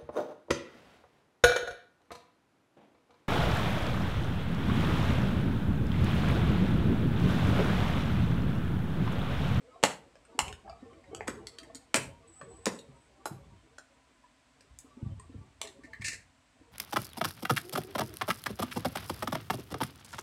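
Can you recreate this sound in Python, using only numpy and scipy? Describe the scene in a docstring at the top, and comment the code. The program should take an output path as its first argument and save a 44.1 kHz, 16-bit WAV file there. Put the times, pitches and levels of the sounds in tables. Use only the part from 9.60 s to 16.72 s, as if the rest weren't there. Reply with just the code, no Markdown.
"""Rims snap and tick into their grooves as hands press thin plastic lids onto food tubs on a table,
close to a small microphone in a hard-walled room. Snaps are short noise bursts rung through lid modes;
hollow knocks are decaying sines; rubs, shifts and scrapes are trains of tiny slips; squeaks are wavering
tones. Near the end a rim is scraped along a tub. Reflections, steady air and a fan's faint whir lie behind."""
import sys
import numpy as np
from scipy import signal
from scipy.fft import rfft, irfft, next_fast_len
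from scipy.io import wavfile
from scipy.ndimage import uniform_filter1d

SR = 44100
rng = np.random.default_rng(int(sys.argv[2]) if len(sys.argv) > 2 else 0)


def dump(signal):
    """Clip the signal to [-1, 1] and save it as 16-bit WAV at the path in sys.argv[1]."""
    limited = np.clip(np.atleast_2d(signal).T, -1, 1)
    pcm = np.round(limited * 32767).astype(np.int16)
    wavfile.write(sys.argv[1], SR, pcm)


N = 313991  # length in samples

# Snaps and ticks of a rim. Each row: start in seconds, time scale of the burst in ms, main ring in Hz,
# height of that ring in dB, relative level in dB, treble tilt in dB per octave.
RIM_SNAPS = [ (0.2295, 1.1, 3050, 7, -3, -5), (.236, 1.84, 830, 24, -1.5, -1.5),
             (0.2375, 0.72, 2890, 4.5, 13.5, -2.5), (0.2497, 1, 940, 1, -19, -8),
             (.555, 0.71, 5390, 16, -31, -7.5), (0.651, 1.8, 8440, 23, -37, -5),
             (.7905, 0.77, 1110, 13, 3.5, 0), (.7915, 0.99, 2830, 13, 3, -3),
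             (.881, 1.1, 2810, 17.5, -19, -0.5), (0.9267, 0.93, 2980, 15, -20, -1.5),
             (1.096, 2.4, 4680, 26.5, -33, -2.5), (1.33, 3.8, 2200, 21.5, -41, -6),
             (1.44, 4.5, 2000, 26, -42, -4), (1.5485, 0.52, 7500, 9, -14.5, -1.5),
             (1.6076, 0.57, 2100, 20, -20, -12), (1.673, 2, 1000, 16, -20, -3),
             (1.678, 2, 2020, 17.5, -12, 1.5), (1.682, 0.98, 1266, 11, -10, -8.5),
             (1.87, 0.73, 4420, 19.5, -18.5, 1), (1.9856, 0.46, 3140, 22, -25, 0.5),
             (1.987, .6, 4470, 25.5, -27.5, 1), (2.03, 5, 2030, 19.5, -32.5, 1),
             (2.148, 0.28, 6950, 16.5, -26.5, 1.5), (2.1531, 1.7, 4380, 17, -27, 4.5),
             (2.3436, 1.1, 2420, 8.5, 9, -1.5), (2.3574, 4.3, 8450, 5.5, -1.5, 2.5),
             (2.367, 3.6, 2635, 12, -2, -7.5), (2.813, 1.3, 1690, 14, -23.5, -6),
             (3.0575, 0.78, 5290, 8.5, -2.5, 1.5), (3.0667, 1.85, 2000, 6.5, 0.5, -4.5),
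             (3.188, 4.4, 3770, 23, -32, 3.5), (3.6567, 1.08, 935, 12.5, -8.5, -6),
             (3.656, 1.6, 10660, 19, -22, 2.5), (3.661, 2.5, 12460, 19, -24, 4),
             (4.1822, 1.64, 1450, 23.5, -28.5, -3), (4.184, 1.3, 5300, 15, -30, 2),
             (5.0078, 1.3, 5050, 16, -33, -1), (5.188, 0.76, 6770, 10, -34.5, 8.5),
             (5.5969, 1.6, 8380, 21.5, -35, 0), (6.0154, 0.85, 3455, 10, -7.5, 1),
             (6.0495, 6.6, 2160, 7, -20.5, -1.5), (6.0729, 2.6, 4090, 17, -22.5, -1),
             (6.335, 1.1, 1950, 29, -32, -3.5), (6.4196, 0.95, 2350, 28.5, -25, 0),
             (6.4465, 0.69, 2540, 28, -24, 3), (6.4686, 1.1, 2700, 10, -25, 3.5),
             (6.4828, 1.2, 2520, 13, -13.5, 2), (6.5303, .54, 2080, 4, -20.5, 1)]
# Colour of the plastic, shared by all snaps. Each row: frequency in Hz, gain in dB.
PLASTIC_COLOUR = [(40, -36), (110, -14.5), (220, -3.5), (400, 2), (700, -2.5), (1000, -1.5), (1700, -1),
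                  (2800, -2), (3600, -3.5), (6000, -4), (8400, 4.5), (9600, 1.5), (12400, -2),
                  (14500, -14.5)]
# Hollow knocks of a tub or a flexing lid. Each row: start in seconds, envelope peak in dB before the
# common trim, pitch in Hz.
HOLLOW_KNOCKS = [(.157, -48, 705), (0.236, -27, 186), (.748, -44, 272), (0.78, -39.5, 419),
                 (.82, -31.5, 70), (0.876, -33, 80.6), (1.076, -42.5, 850), (1.096, -38.5, 710),
                 (1.127, -41, 704), (1.225, -40, 263), (1.512, -42, 408), (1.53, -34, 440),
                 (1.608, -34.5, 445), (1.683, -29, 238), (1.686, -34.5, 524), (1.827, -48, 457),
                 (2.098, -45, 660), (2.019, -50, 291), (2.15, -45, 275), (2.348, -23, 261),
                 (2.351, -21.5, 600), (2.379, -31.5, 141), (2.816, -42, 1130), (2.825, -46, 154.7),
                 (3.069, -17, 509), (3.073, -23, 228), (3.287, -44, 140), (3.658, -37.5, 406),
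                 (3.711, -32, 150), (4.639, -52.5, 985), (5.105, -47, 70), (5.242, -49.5, 270),
                 (5.369, -43, 247), (5.412, -44.5, 284), (5.427, -24, 116), (5.463, -25.5, 104.3),
                 (5.521, -31, 86), (5.597, -47, 1045), (5.694, -45, 272), (5.741, -42, 269),
                 (5.752, -33.5, 96), (6.187, -49.5, 278), (6.241, -45, 283), (6.397, -34, 105),
                 (7.009, -51.5, 286)]
# Pushes of the hands on a lid. Each row: start in seconds, length in seconds, rubbing in dB, low shifting
# of the tubs in dB, both before the common trims.
HAND_PUSHES = [(0.06, 0.32, -54.5, -70), (0.676, 0.11, -52.5, -78), (.82, 0.097, -48, -52.5),
               (1.041, 0.07, -48, -54), (1.179, 0.19, -54.5, -59), (1.467, 0.35, -49, -51.5),
               (1.995, 0.16, -55, -59.5), (2.365, 0.14, -53.5, -48), (2.785, .2, -54, -56),
               (3.126, 0.23, -58, -62.5), (3.695, 0.24, -60.5, -51.5), (4.296, 0.068, -65, -80),
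               (4.457, 0.049, -62, -80.5), (4.956, .15, -69.5, -69), (5.25, 0.39, -61, -64.5),
               (5.71, 0.14, -58.5, -51.5), (5.999, 0.082, -51.5, -65), (6.141, 0.21, -60.5, -62.5),
               (6.393, .16, -63.5, -53), (6.956, 0.18, -65.5, -64)]
# Colour of fingers rubbing on lids. Each row: frequency in Hz, relative level in dB.
RUB_COLOUR = [(100, -17), (260, -2.5), (450, 9), (800, 1), (1200, 4), (1600, -13.5), (2100, -7),
              (3000, -11), (6000, -20), (12000, -48)]
# Colour of tubs shifting on the table. Each row: frequency in Hz, relative level in dB.
SHIFT_COLOUR = [(20, -50), (38, -14.5), (60, 5.5), (120, 0.5), (190, -7), (400, -33.5), (1500, -62)]
# Drags of a rim along the edge of a tub. Each row: start in seconds, length in seconds, level in dB before
# the common trim, share of bright chatter from 0 to 1.
RIM_DRAGS = [(6.234, 0.023, -52, 0.25), (6.331, 0.0066, -39, 0.04), (6.342, 0.0081, -51, 0),
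             (6.41, 0.018, -42, 0.2), (6.443, 0.032, -35.5, 1), (6.48, 0.0075, -31, 1),
             (6.488, 0.058, -44.5, 0.84)]
# Colour of the rim ringing under a drag. Each row: frequency in Hz, relative level in dB.
RIM_COLOUR = [(300, -23), (1000, -25), (1400, -27), (1700, 8), (2000, 7), (2600, -23), (3200, -31),
              (4100, -18), (5500, -39), (15000, -43)]
# Colour of the bright chatter of a drag. Each row: frequency in Hz, relative level in dB.
CHATTER_COLOUR = [(300, -23), (1300, -15), (1800, 13.5), (2700, 7), (3200, -13), (4300, 8), (5800, 4),
                  (7800, 7.5), (9500, -2.5), (15500, -40)]
# Thin squeaks of skin on a lid. Each row: start in seconds, length in seconds, level in dB before the trim.
SKIN_SQUEAKS = [(2.669, 0.16, -60), (2.88, 0.17, -61.5), (3.13, 0.052, -56.5), (3.339, .12, -72.5)]
# Decay of the room's late tail. Each row: frequency in Hz, time to fall by 60 dB in seconds.
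ROOM_DECAY = [(70, 0.97), (150, 0.51), (400, 0.36), (1000, 0.33), (2800, 0.31), (7500, 0.26), (14000, 0.32)]
# Colour of the still air. Each row: frequency in Hz, relative level in dB per Hz.
AIR_COLOUR = [(20, -17.5), (45, 3.5), (65, 0), (92, -14.5), (125, -3.5), (190, -13.5), (265, 1), (370, -20),
              (650, -8), (850, -13.5), (2200, -14), (5000, -22), (6800, -24), (7900, -20), (10000, -32.5),
              (15000, -50.5)]

TILT_PIVOT_HZ, TILT_FROM_HZ = 2270, 900  # below TILT_FROM_HZ the tilt grows no further
DULL_FROM_HZ, DULL_FULL_HZ, DULL_DB = 7330, 11570, -14.5  # the soft plastic rounds off every click
RING_WIDTH_HZ, RING_WIDTH_SHARE = 260, .05  # the main ring is wider the higher it lies
MODES_MERGE_HZ = 11500  # around here the modes begin to overlap and no longer ring apart
ONE_CYCLE_HZ, CYCLES_POWER = 76, .65  # small, high panels swing for more cycles than large ones
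LIGHT_KNOCK_DB, DAMPING_DB = -38, 29  # a firmer hand damps: DAMPING_DB more shortens by a factor e
PUSH_ATTACK_S, PUSH_RELEASE_S = 0.019, 0.039
LET_GO_S = 4.1  # until then the hands rest on the lids and never keep quite still
REST_RUB_DB, REST_SHIFT_DB = -63, -71.5  # before the common trims
DRAG_ATTACK_S, DRAG_RELEASE_S = 0.0024, 0.003
SQUEAK_HZ, SQUEAK_RISE_HZ_PER_S = 7900, 220  # the pitch creeps up from squeak to squeak
SQUEAK_ATTACK_S, SQUEAK_RELEASE_S = 0.011, .02
AIR_DB, AIR_TRIM_DB = -65.5, -1.0  # air level before its trim
FAN_HZ, FAN_DB = 1011, -79.5
EDGE_HZ = 15900  # upper band limit of the recorder


def snaps(ripple_db=29, mode_gap_hz=760, mode_width_hz=120, hard_db=12, soft_db=-14, size=2048):
    """A rim jumps its catch: a brief noise burst, coloured by the patch of lid that rings."""
    out = np.zeros(N)
    t, hz = np.arange(size) / SR, np.fft.rfftfreq(size, 1 / SR)
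    lead = size // 16  # samples kept free ahead of the blow
    octaves = np.log2(np.maximum(hz, TILT_FROM_HZ) / TILT_PIVOT_HZ)
    dulling = read([(DULL_FROM_HZ, 0), (DULL_FULL_HZ, DULL_DB)], hz)
    shared = read(PLASTIC_COLOUR, hz) + dulling
    for start, ms, ring_hz, ring_db, level_db, tilt_db in RIM_SNAPS:
        u = t / (max(ms, .1) / 1000)
        burst = rfft(rng.standard_normal(size) * np.sqrt(u) * np.exp(-1.5 * u))
        # level the burst's spectrum, so that the colour below decides it
        burst /= np.sqrt(uniform_filter1d(abs(burst) ** 2, size=25) + 1e-12)

        # hard snaps shake the whole lid; soft ticks ring a few separate modes
        soft = np.clip((hard_db - level_db) / (hard_db - soft_db), .3, 1)
        scatter = rng.random(40) - rng.random(40)
        modes_hz = ring_hz + mode_gap_hz * (np.arange(-20, 20) + scatter)
        strengths = rng.uniform(.4, 1.5, 40)
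        peaks = 1 / (1 + ((hz[:, None] - modes_hz) / mode_width_hz) ** 2)
        modes = np.sqrt(peaks @ strengths)
        ripple = np.minimum(ripple_db * (modes - uniform_filter1d(modes, size=101)), 11)
        ripple /= 1 + (hz / MODES_MERGE_HZ) ** 4

        # one broad resonance stands out and swallows the modes under it
        width_hz = RING_WIDTH_HZ + RING_WIDTH_SHARE * ring_hz
        main = 1 / (1 + ((hz - ring_hz) / width_hz) ** 2)
        colour = shared + level_db + tilt_db * octaves
        colour += ring_db * main + soft * (1 - main) * ripple
        click = irfft(burst * causal(colour))
        add(out, start - lead / SR, np.roll(click, lead))
    return out


def knocks(level_db=-2, overtone=1.756, overtone_db=-10):
    """A broad panel flexes for a few cycles, with a weaker second mode."""
    out, t = np.zeros(N), np.arange(SR // 5) / SR
    for start, db, hz in HOLLOW_KNOCKS:
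        damping = np.exp((LIGHT_KNOCK_DB - db) / DAMPING_DB)
        cycles = (hz / ONE_CYCLE_HZ) ** CYCLES_POWER * damping
        u = 2 * t * hz / cycles
        swell = u * np.exp(1 - u)  # peaks at 1
        second_hz = hz * overtone * np.exp(rng.standard_normal() / 10)
        first = np.sin(2 * np.pi * hz * t)
        second = amp(overtone_db) * np.sin(2 * np.pi * second_hz * t)
        add(out, start, amp(db + level_db) * swell * (first + second))
    return out


def handling(rub_db=-4, shift_db=-4):
    """Fingers drag over the lids in small creaks while the tubs shift on the table."""
    rubbing, shifting = np.zeros(N), np.zeros(N)
    resting = (0, LET_GO_S, REST_RUB_DB, REST_SHIFT_DB)
    for start, length, rubbing_db, shifting_db in HAND_PUSHES + [resting]:
        force = stroke(start, length, PUSH_ATTACK_S, PUSH_RELEASE_S)
        rubbing = np.maximum(rubbing, amp(rubbing_db) * force)
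        shifting = np.maximum(shifting, amp(shifting_db) * force)
    fine_creaks = creaks(low=217.4, high=5350, per_s=380, ring_s=0.013, spread_db=5.5)
    rub = coloured(fine_creaks, RUB_COLOUR)
    shift = coloured(slips(per_s=110, spread_db=-0.5), SHIFT_COLOUR)
    return amp(rub_db) * rubbing * rub + amp(shift_db) * shifting * shift


def creaks(low, high, per_s, ring_s, spread_db, count=36):
    """Tiny slips, each ringing one of many panel modes for a moment."""
    out, t = np.zeros(N), np.arange(SR // 10) / SR
    # the modes lie a little below an even ladder from low to high, each by its own share
    modes_hz = np.geomspace(low, high, count) * rng.uniform(0.91, 0.95, count)
    u = t / ring_s
    rings = u * np.exp(-u) * np.sin(2 * np.pi * modes_hz[:, None] * t)
    mode = rng.integers(0, count, N)
    size_db = spread_db * np.minimum(rng.exponential(1, N), 3)
    for i in np.flatnonzero(rng.random(N) < per_s / SR):
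        add(out, i / SR, amp(size_db[i]) * rings[mode[i]])
    return out


def scrape(level_db=-2):
    """Quick slips ring the rim; each drag has its own share of bright chatter."""
    out = np.zeros(N)
    jolts = slips(per_s=2000, spread_db=2.5)
    rim, chatter = coloured(jolts, RIM_COLOUR), coloured(jolts, CHATTER_COLOUR)
    for start, length, db, bright in RIM_DRAGS:
        bright = np.clip(bright, 0, 1)
        level = amp(db + level_db) * stroke(start, length, DRAG_ATTACK_S, DRAG_RELEASE_S)
        out += level * ((1 - bright) * rim + bright * chatter)
    return out


def squeak(level_db=-2, jitter=0.0125, flutter_db=3):
    """Skin sticks and slips on a lid as a fast tone, unsteady in pitch and level."""
    force = np.zeros(N)
    for start, length, db in SKIN_SQUEAKS:
        force += amp(db) * stroke(start, length, SQUEAK_ATTACK_S, SQUEAK_RELEASE_S)
    since_first = np.arange(N) / SR - SKIN_SQUEAKS[0][0]
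    waver, grip = (evened(uniform_filter1d(rng.standard_normal(N), size=260)) for _ in range(2))
    hz = (SQUEAK_HZ + SQUEAK_RISE_HZ_PER_S * since_first) * (1 + jitter * waver)
    tone = np.sin(2 * np.pi * np.cumsum(hz) / SR)
    return force * amp(level_db + flutter_db * grip) * tone


def reflections(x, turn_s=1.536, count=3):
    """The hands move about, so the sound fades in a cycle between three patterns of reflections."""
    place = np.arange(N) / SR / turn_s
    out = np.zeros(N)
    for k in range(count):
        away = abs((place - k / count + .5) % 1 - .5) * count  # in steps from pattern k
        share = np.cos(np.pi / 2 * np.minimum(away, 1))
        out += room(x * share, early_db=-3.5, early_s=.025, late_db=-11.0)
    return out


def room(x, early_db, early_s, late_db, gap_s=0.00089, far_s=0.053, far_spread_s=0.058, far_db=-16):
    """Tubs, table and near walls scatter an early cloud, the far wall a later one; a tail dies by band."""
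    t = np.arange(SR) / SR
    early = cloud(np.clip(t / gap_s - 1, 0, 1) * np.exp(-(t / early_s) ** 2))
    far = cloud(np.exp(-((t - far_s) / far_spread_s) ** 2))
    hz, frame_s, bands = signal.stft(rng.standard_normal(SR), SR, nperseg=256)
    decay = amp(-60 * frame_s / read(ROOM_DECAY, hz)[:, None])
    late = signal.istft(bands * decay, SR, nperseg=256)[1][:SR]
    late *= np.clip(t / early_s, 0, 1)
    late /= np.linalg.norm(late)
    response = amp(early_db) * early + amp(far_db) * far + amp(late_db) * late
    return signal.fftconvolve(x, response)[:N]


def cloud(envelope):
    """A dense, nearly colourless cluster of reflections under this envelope, with energy 1."""
    sparse = rng.standard_normal(SR) * (rng.random(SR) < 6000 / SR)
    taps = rfft(sparse * envelope)
    flat = irfft(taps / np.sqrt(uniform_filter1d(abs(taps) ** 2, size=241) + 1e-12), SR)
    flat *= envelope > envelope.max() / 1000  # nothing outside the envelope
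    return flat / np.linalg.norm(flat)


def still_room(fan_width_hz=25):
    """Steady coloured air noise, and a fan's narrow whir from noise through a resonance."""
    air = coloured(rng.standard_normal(N), AIR_COLOUR)
    b, a = signal.iirpeak(FAN_HZ, FAN_HZ / fan_width_hz, fs=SR)
    whir = evened(signal.lfilter(b, a, rng.standard_normal(N)))
    return amp(AIR_DB + AIR_TRIM_DB) * air + amp(FAN_DB) * whir


def slips(per_s, spread_db):
    """Random tiny stick-slip jolts of either sign and unequal size, at rms 1."""
    size = amp(spread_db * np.minimum(rng.exponential(1, N), 3))
    happens = rng.random(N) < per_s / SR
    return evened(size * rng.choice([-1, 1], N) * happens)


def stroke(start, length, attack_s, release_s):
    """Envelope of one movement: it rises, holds to the end of its length and dies away."""
    t = np.arange(N) / SR - start
    rise = np.clip(t / attack_s, 0, 1)
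    return rise * np.exp(-np.clip(t - length, 0, 20 * release_s) / release_s)


def coloured(x, points):
    """Filters x by a gain curve and scales it to rms 1."""
    size = next_fast_len(N, real=True)
    gain = amp(read(points, np.fft.rfftfreq(size, 1 / SR)))
    return evened(irfft(rfft(x, size) * gain, size)[:N])


def causal(db):
    """Minimum-phase response with these gains: it rings only after the blow."""
    log_gain = np.log(amp(np.r_[db, db[-2:0:-1]]))
    return np.exp(np.conj(signal.hilbert(log_gain)))[:len(db)]


def read(points, hz):
    """Reads a curve on a log-frequency axis."""
    f, value = np.transpose(points)
    return np.interp(np.log(hz + 1), np.log(f + 1), value)


def add(mix, start, sound):
    """Mixes a sound in at a start time in seconds."""
    part = mix[max(round(start * SR), 0):][:len(sound)]
    part += sound[:len(part)]


def amp(db):
    """Decibels to gain."""
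    return 10 ** (np.asarray(db) / 20)


def evened(x):
    """Scales to rms 1."""
    return x / np.sqrt(np.mean(x ** 2) + 1e-20)


def scene():
    """All the plastic sounds, their reflections and the still room."""
    bright = snaps() + scrape() + squeak()
    dull = knocks() + handling()
    walls = reflections(bright) + room(dull, early_db=-9.5, early_s=0.021, late_db=-9.5)
    return (bright + dull + walls + still_room())[None]


def record(dry, low_cut_hz=48):
    """The small microphone loses the deepest bass; then the recorder's band limit."""
    low_cut = signal.butter(N=3, Wn=low_cut_hz, btype="high", fs=SR, output="sos")
    thin = signal.sosfilt(low_cut, dry)
    band_limit = signal.firwin(511, EDGE_HZ, window=("kaiser", 9), fs=SR)
    return signal.oaconvolve(thin, band_limit[None], "same")


dry = scene()
out = record(dry)
dump(out)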